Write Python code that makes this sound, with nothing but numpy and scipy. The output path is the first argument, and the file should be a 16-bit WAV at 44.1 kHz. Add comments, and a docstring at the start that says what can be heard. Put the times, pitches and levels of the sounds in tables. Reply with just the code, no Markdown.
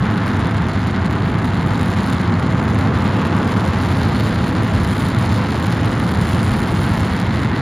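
"""Rocket engine on a test stand

A liquid rocket engine burns at full thrust on an open-air steel stand. Turbulent mixing in the plume
radiates noise: large eddies rumble, smaller ones roar, and supersonic ones throw off steep shock fronts
that crackle. The ground and the stand reflect the sound, and moving air sharpens and dulls the crackle
on its way to a pair of close microphones."""
import sys
import numpy as np
from scipy import signal
from scipy.fft import rfft, irfft
from scipy.io import wavfile
from scipy.ndimage import uniform_filter1d

SR = 44100
rng = np.random.default_rng(int(sys.argv[2]) if len(sys.argv) > 2 else 0)


def output_pcm(signal):
    """Save a mono or channel-first signal as 16-bit PCM at the path in sys.argv[1].

    Samples are clipped to [-1, 1] before scaling.
    """
    pcm = np.clip(np.atleast_2d(signal).T, -1, 1) * 32767
    wavfile.write(sys.argv[1], SR, np.round(pcm).astype(np.int16))


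N = 335601
TIME = np.arange(N) / SR
FREQ = np.fft.rfftfreq(N, 1 / SR)

# Reflections from the ground and the stand: delay_s, bass_gain_db
REFLECTIONS = [(.0098, -20), (0.0118, -20), (0.02, -21), (0.0234, -16.5), (0.028, -23.5), (0.0375, -19)]
# Bands that briefly swell or sink: time_s, length_s, centre_hz, width_octaves, gain_db
BAND_SWELLS = [(0.248, 0.47, 1512, 0.88, 2), (.5, 1.8, 585, 0.13, -4.5), (0.598, 1.4, 523, 0.22, -1.5),
               (.9, 0.79, 1090, 0.72, -1.2), (1.201, 0.45, 5216, 0.53, -2), (1.6, 0.99, 509.5, 0.43, -1.5),
               (1.7, .8, 38.1, 0.99, 8), (2.1, 0.8, 140, 0.52, 4.5), (2.605, 0.38, 4330, 0.71, -1),
               (2.9, .8, 13500, .5, 2), (3.12, 0.33, 3280, 1, 1), (3.256, 0.56, 45.2, 0.99, -9),
               (3.2, .8, 650, .6, -2), (3.35, 0.46, 1140, .45, 1.5), (4.15, 0.46, 4200, 0.54, 2.5),
               (4.3, 0.63, 161, .3, 2), (4.4, .7, 255, .3, -1.5), (5.0, 0.36, 10960, 0.56, 4),
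               (5.35, 0.48, 4200, 0.93, 2), (6.401, 0.44, 9800, 0.36, 3), (6.45, .6, 4700, 0.46, 1.2),
               (6.749, 0.75, 58, 0.82, 6), (7.395, 0.62, 1940, .35, 2.5), (7.397, .9, 4000, .8, 1)]
# Bands that reflections from the steelwork reinforce or cancel: centre_hz, width_hz, gain_db
STAND_BANDS = [(143, 16, -1), (360, 29, 3.5), (424, 17, 2.5), (509, 58, 4), (557, 50, -1.5), (655, 55, 3),
               (729.8, 40, -1.5), (840, 33, 1), (1030, 45, -0.5), (5770, 300, -2.2), (7280, 250, 3)]
# Stereo width by frequency, almost mono near 2.3 kHz: frequency_hz, side_gain_db
STEREO_WIDTH = [(25, -23), (70, -44), (150, -27), (300, -22), (550, -13), (800, -13.5), (1400, -18),
                (2300, -58), (3800, -19.5), (5800, -20), (7500, -18), (9800, -10), (12500, -19),
                (15500, -33)]
# Resonances of the microphone ports: left_hz, right_hz, width_hz
PORT_RESONANCES = [(8930, 7690, 1070), (15800, 21600, 1500)]
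# Spectrum of the large eddies far down the plume: frequency_hz, relative_db
RUMBLE_SPECTRUM = [(15, -52), (25, -32), (40, -23.5), (55, -11.5), (70, -9), (83, -3.5), (108, 0.5),
                   (145, -4.5), (190, -2.5), (270, -7.5), (400, -19.5), (560, -26.5), (1000, -56.5),
                   (3000, -67.5)]
# Envelope of the rumble's deep core: time_s, relative_db
CORE_ENVELOPE = [(0, -14), (.2, -20.5), (.4, -16), (.9, -17.5), (1.95, -18), (2.08, -21.5), (2.25, -17),
                 (2.62, -17.5), (2.82, -14), (3.22, -18), (4.05, -15), (4.55, -18.5), (4.76, -13),
                 (4.95, -18.5), (5.33, -13.5), (5.5, -20.5), (5.78, -14.5), (5.95, -18), (6.5, -15),
                 (6.66, -21), (6.8, -16.5), (6.98, -16.5), (7.15, -20.5), (7.35, -16), (7.61, -19.5)]
# Envelope of the upper rumble: time_s, relative_db
UPPER_ENVELOPE = [(0, -15.5), (.27, -17), (.8, -18.5), (1.0, -17), (1.55, -17.5), (1.85, -17), (2.6, -16.5),
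                  (3.45, -15.5), (3.82, -18), (4.0, -16.5), (4.55, -16.5), (4.72, -17.5), (4.92, -17),
                  (5.9, -18), (6.05, -16.5), (6.9, -17), (7.61, -18)]
# Spectrum of the small eddies near the nozzle: frequency_hz, relative_db
ROAR_SPECTRUM = [(150, -12), (400, -2), (600, 0.5), (850, 1), (1450, -0.5), (2150, -10), (2380, -8),
                 (4200, -20.5), (5700, -24), (9800, -25.5)]
# Envelope of the mid-range roar: time_s, relative_db
ROAR_ENVELOPE = [(0, -27), (0.3, -26), (0.6, -28), (1.25, -27.5), (2.0, -26.5), (2.4, -26), (3.45, -22.5),
                 (4.0, -26), (4.95, -27.5), (5.4, -25.5), (6.0, -26.5), (6.4, -26), (7.61, -30.5)]
# Steepness of the shock fronts about its usual value, as moving air alters it: time_s, steepness_db
FRONT_STEEPNESS = [(0, -5.5), (0.3, -4), (0.7, -4), (1.4, -5.5), (1.85, -0.5), (2.1, 1), (2.3, -5.5),
                   (3.5, -1.5), (3.85, 1), (4.3, 1), (4.45, -0.5), (5.0, 1), (5.35, 0.7), (5.95, 0),
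                   (6.25, 2), (7.0, 2), (7.3, -1.5), (7.61, -4)]
# Brief flurries of steeper fronts, and lulls: time_s, length_s, steepness_db
FRONT_FLURRIES = [(0.286, 0.11, 2.5), (1.198, .06, -4), (1.453, 0.026, 4), (2.838, 0.053, 3.5),
                  (2.9, 0.036, -7), (3.31, 0.045, -5), (3.835, .05, 1.5), (4.263, 0.044, 2),
                  (4.944, .05, 2.5), (5.06, 0.043, 2), (5.134, .04, -3.5), (5.455, 0.097, -1.5),
                  (5.684, 0.11, 0), (6.336, .05, 3), (6.82, 0.029, 3)]
# Colour of the short rasp that trails each strong front: frequency_hz, gain_db
RASP_COLOUR = [(1500, -8), (3500, 3), (5200, 0), (9000, -18)]
# Colour of the shock fronts: frequency_hz, gain_db
CRACKLE_COLOUR = [(60, -17), (250, 2), (550, 0), (900, 8.5), (1500, 6.5), (2150, 4.5), (2380, -1.5),
                  (4200, -2), (5700, -11), (7200, -7.5), (9800, -5), (11500, -12.5), (13500, -14.5),
                  (16000, -10)]

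# Steep fronts come louder, thinner, brighter and with more deep bass (dB per dB of steepness)
LOUDER_PER_DB, THINNER_PER_DB, BRIGHTER_PER_DB, DEEPER_PER_DB = 0.626, 0.6, 0.74, 0.3


def undb(db):
    """Amplitude ratio of a level in decibels."""
    return 10 ** (np.asarray(db) / 20)


def unit(x):
    """Normalisation to an rms of 1."""
    return x / np.sqrt(np.mean(x ** 2))


def steady(x, span_s):
    """Running normalisation: the rms stays near 1 over stretches of span_s."""
    return x / np.sqrt(uniform_filter1d(x ** 2, int(span_s * SR)) + 1e-12)


def curve(points):
    """Linear interpolation of (time_s, value) points."""
    return np.interp(TIME, *np.transpose(points))


def bell(x, width):
    """Gaussian of height 1 with this full width at half height."""
    return .5 ** ((2 * x / width) ** 2)


def wander(rate_hz):
    """Band-limited fluctuation of rms 1: random steps, smoothed twice."""
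    hold = max(int(SR / rate_hz), 1)
    steps = np.repeat(rng.standard_normal(N)[:N // hold + 1], hold)
    return unit(uniform_filter1d(uniform_filter1d(steps, hold), hold)[:N])


def passband(x, order, edge_hz, kind):
    """Maximally flat low-, high- or band-pass filter."""
    return signal.sosfilt(signal.butter(order, edge_hz, kind, fs=SR, output="sos"), x)


def colour(x, points):
    """Minimum-phase filter through (frequency_hz, gain_db) points, made by folding the cepstrum."""
    hz, db = np.transpose(points)
    gain = undb(np.interp(np.log(FREQ + 1), np.log(hz), db))
    cepstrum = irfft(np.log(gain), N)
    cepstrum[1:N // 2] *= 2
    cepstrum[N // 2 + 1:] = 0
    return irfft(rfft(x) * np.exp(rfft(cepstrum)), N)


def tilt(x, bright_db, pivot_hz):
    """Spectral tilt: the band above the pivot gains bright_db on the band below."""
    low = irfft(rfft(x) / (1 + (FREQ / pivot_hz) ** 4), N)
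    return low * undb(-bright_db / 2) + (x - low) * undb(bright_db / 2)


def air_absorption(x):
    """Absorption over distance takes the top off the mixing noise; only shocks renew theirs."""
    return passband(x, 4, 8500, "low")


def echoes(x, cutoff_hz):
    """Reflection adds delayed copies; open steelwork returns only the long waves."""
    returned = sum(undb(db) * np.exp(-2j * np.pi * FREQ * delay_s) for delay_s, db in REFLECTIONS)
    return irfft(rfft(x) * (1 + returned / (1 + (FREQ / cutoff_hz) ** 2)), N)


def band_swells(x, waver_db=0.6):
    """Amplitude modulation: single bands briefly swell or sink; the treble wavers in third octaves."""
    spectrum, octave = rfft(x), np.log2(FREQ + 1)
    bands = [(hz, width_octaves, db * bell(TIME - time_s, length_s))
             for time_s, length_s, hz, width_octaves, db in BAND_SWELLS]
    bands += [(hz, 1 / 3, waver_db * wander(rate_hz=5)) for hz in np.geomspace(2800, 7000, 5)]
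    for hz, width_octaves, gain_db in bands:
        band = irfft(spectrum * bell(octave - np.log2(hz), width_octaves), N)
        x = x + band * (undb(gain_db) - 1)
    return x


def stand_interference(x, drift_share=0.012):
    """Interference between the beams lifts some bands and hollows others; moving air shifts them."""
    def pattern(shift):
        gain_db = sum(db / (1 + (2 * (FREQ - hz * shift) / width_hz) ** 2)
                      for hz, width_hz, db in STAND_BANDS)
        return irfft(rfft(x) * undb(gain_db), N)
    blend = (1 + np.tanh(2 * wander(rate_hz=3))) / 2
    return blend * pattern(1 + drift_share) + (1 - blend) * pattern(1 - drift_share)


def microphones(x, right_lift_db=0.3):
    """Phase shift: two close ports hear nearly one wave, and each turns its phase at its resonances."""
    # turbulence keeps tilting the wavefronts, so now one port leads, now the other
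    quadrature = signal.hilbert(x * wander(rate_hz=90)).imag
    side = colour(quadrature, STEREO_WIDTH)
    spectra = rfft(np.array([x + side, x - side]))
    for left_hz, right_hz, width_hz in PORT_RESONANCES:
        pole = np.array([[left_hz], [right_hz]]) ** 2 - FREQ ** 2 + 1j * FREQ * width_hz
        spectra = spectra * np.conj(pole) / pole
    # the right port faces the plume a little more
    return irfft(spectra, N) * undb([[-right_lift_db / 2], [right_lift_db / 2]])


def eddies(spectrum, flicker_db, flicker_hz):
    """Turbulent mixing radiates broadband noise in quick, irregular surges."""
    return colour(rng.standard_normal(N), spectrum) * undb(flicker_db * wander(flicker_hz))


def rumble(steep_db, split_hz=145, core_trim_db=-3, upper_trim_db=-3.5):
    """Large eddies radiate long waves; a deep core and the band above it surge separately."""
    noise = eddies(RUMBLE_SPECTRUM, flicker_db=-0.3, flicker_hz=30)
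    noise = air_absorption(echoes(noise, cutoff_hz=890))
    noise = tilt(noise, -DEEPER_PER_DB * steep_db, pivot_hz=72)
    core = irfft(rfft(noise) / (1 + (FREQ / split_hz) ** 12), N)
    return (steady(core, span_s=0.17) * undb(curve(CORE_ENVELOPE) + core_trim_db)
            + steady(noise - core, span_s=0.18) * undb(curve(UPPER_ENVELOPE) + upper_trim_db))


def roar(trim_db=-5, bright_db=-3.9, dulling_per_db=0.8):
    """Small eddies radiate shorter waves: a mid-range roar that grows rounder as it swells."""
    envelope_db = curve(ROAR_ENVELOPE)
    swell_db = envelope_db - envelope_db.mean()
    noise = eddies(ROAR_SPECTRUM, flicker_db=1.0, flicker_hz=200)
    noise = unit(air_absorption(echoes(noise, cutoff_hz=900)))
    noise = tilt(noise, bright_db - dulling_per_db * swell_db, pivot_hz=1240)
    return noise * undb(envelope_db + trim_db)


def shock_fronts(steep_db, gap_s, spread_db, ceiling, rise_s, fold_s, count=7000, folds=3):
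    """Nonlinear steepening: the slopes of pressure jumps at uneven gaps, the stronger the thinner."""
    gaps = rng.exponential(1, (count, 3)).mean(axis=1)
    start_s = np.cumsum(gaps) * gap_s
    # a strong front has swallowed the weak ones ahead of it, so it follows a longer gap
    strength = np.sqrt(gaps) * undb(spread_db * rng.standard_normal(count))
    thinning = undb(-THINNER_PER_DB * np.interp(start_s, TIME, steep_db))
    width_samples = np.clip(rise_s / strength ** 1.5 * thinning * SR, .45, 6)[:, None, None]
    # the strongest fronts wear down fastest on the way
    size = np.tanh(strength / ceiling)
    # turbulent air wrinkles each front into a few folds that arrive just apart
    arrival = (start_s[:, None] + fold_s * rng.exponential(1, (count, folds)))[..., None] * SR
    jump = (size[:, None] * rng.uniform(0.52, 1, (count, folds)))[..., None]
    sample = arrival.astype(int) + np.arange(-32, 33)
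    slope = jump / width_samples / np.cosh((sample - arrival) / width_samples) ** 2
    return np.bincount(np.clip(sample, 0, N).ravel(), slope.ravel(), N + 1)[:N]


def scattered_hiss(fronts, above_hz, decay_s):
    """Scattering by beams and railings returns each sharp snap as a fine, decaying hiss."""
    edges = passband(fronts, 4, above_hz, "high")
    retained = np.exp(-1 / (decay_s * SR))
    energy = signal.lfilter([1 - retained], [1, -retained], edges ** 2)
    return rng.standard_normal(N) * np.sqrt(energy)


def crackle(steep_db, usual_db=-36.5):
    """Shock radiation from supersonic eddies: snaps, rasp and sizzle, louder and brighter when steep."""
    snap_db = steep_db + sum(db * bell(TIME - time_s, length_s)
                             for time_s, length_s, db in FRONT_FLURRIES)
    fronts = shock_fronts(snap_db, gap_s=.0014, spread_db=2.8, ceiling=.62, rise_s=49e-6, fold_s=.00021)
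    near = scattered_hiss(fronts, above_hz=9000, decay_s=.002)
    far = scattered_hiss(fronts, above_hz=9000, decay_s=.12)
    sizzle = undb(-10) * near + undb(-7.5) * far
    rasp = colour(scattered_hiss(fronts, above_hz=3000, decay_s=.0012), RASP_COLOUR)
    snaps = colour(fronts - fronts.mean() + rasp + sizzle, CRACKLE_COLOUR)
    # even out the band where it snaps, so that steepness governs the level
    snap_band = passband(snaps, 2, [2500, 6000], "band")
    snaps = snaps / np.sqrt(uniform_filter1d(snap_band ** 2, SR // 7))
    snaps = tilt(snaps, BRIGHTER_PER_DB * snap_db, pivot_hz=6900)
    return snaps * undb(usual_db + LOUDER_PER_DB * snap_db)


def scene():
    """Superposition of one plume's rumble, roar and crackle, heard across the stand."""
    steep_db = curve(FRONT_STEEPNESS)
    plume = rumble(steep_db) + roar() + crackle(steep_db)
    return microphones(stand_interference(band_swells(plume)))


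def record(dry):
    """Band limiting: a steep low-pass filter cuts the top of the treble."""
    top_hz = 15750
    return signal.sosfilt(signal.ellip(10, .1, 80, top_hz, fs=SR, output="sos"), dry)


dry = scene()
out = record(dry)
output_pcm(out)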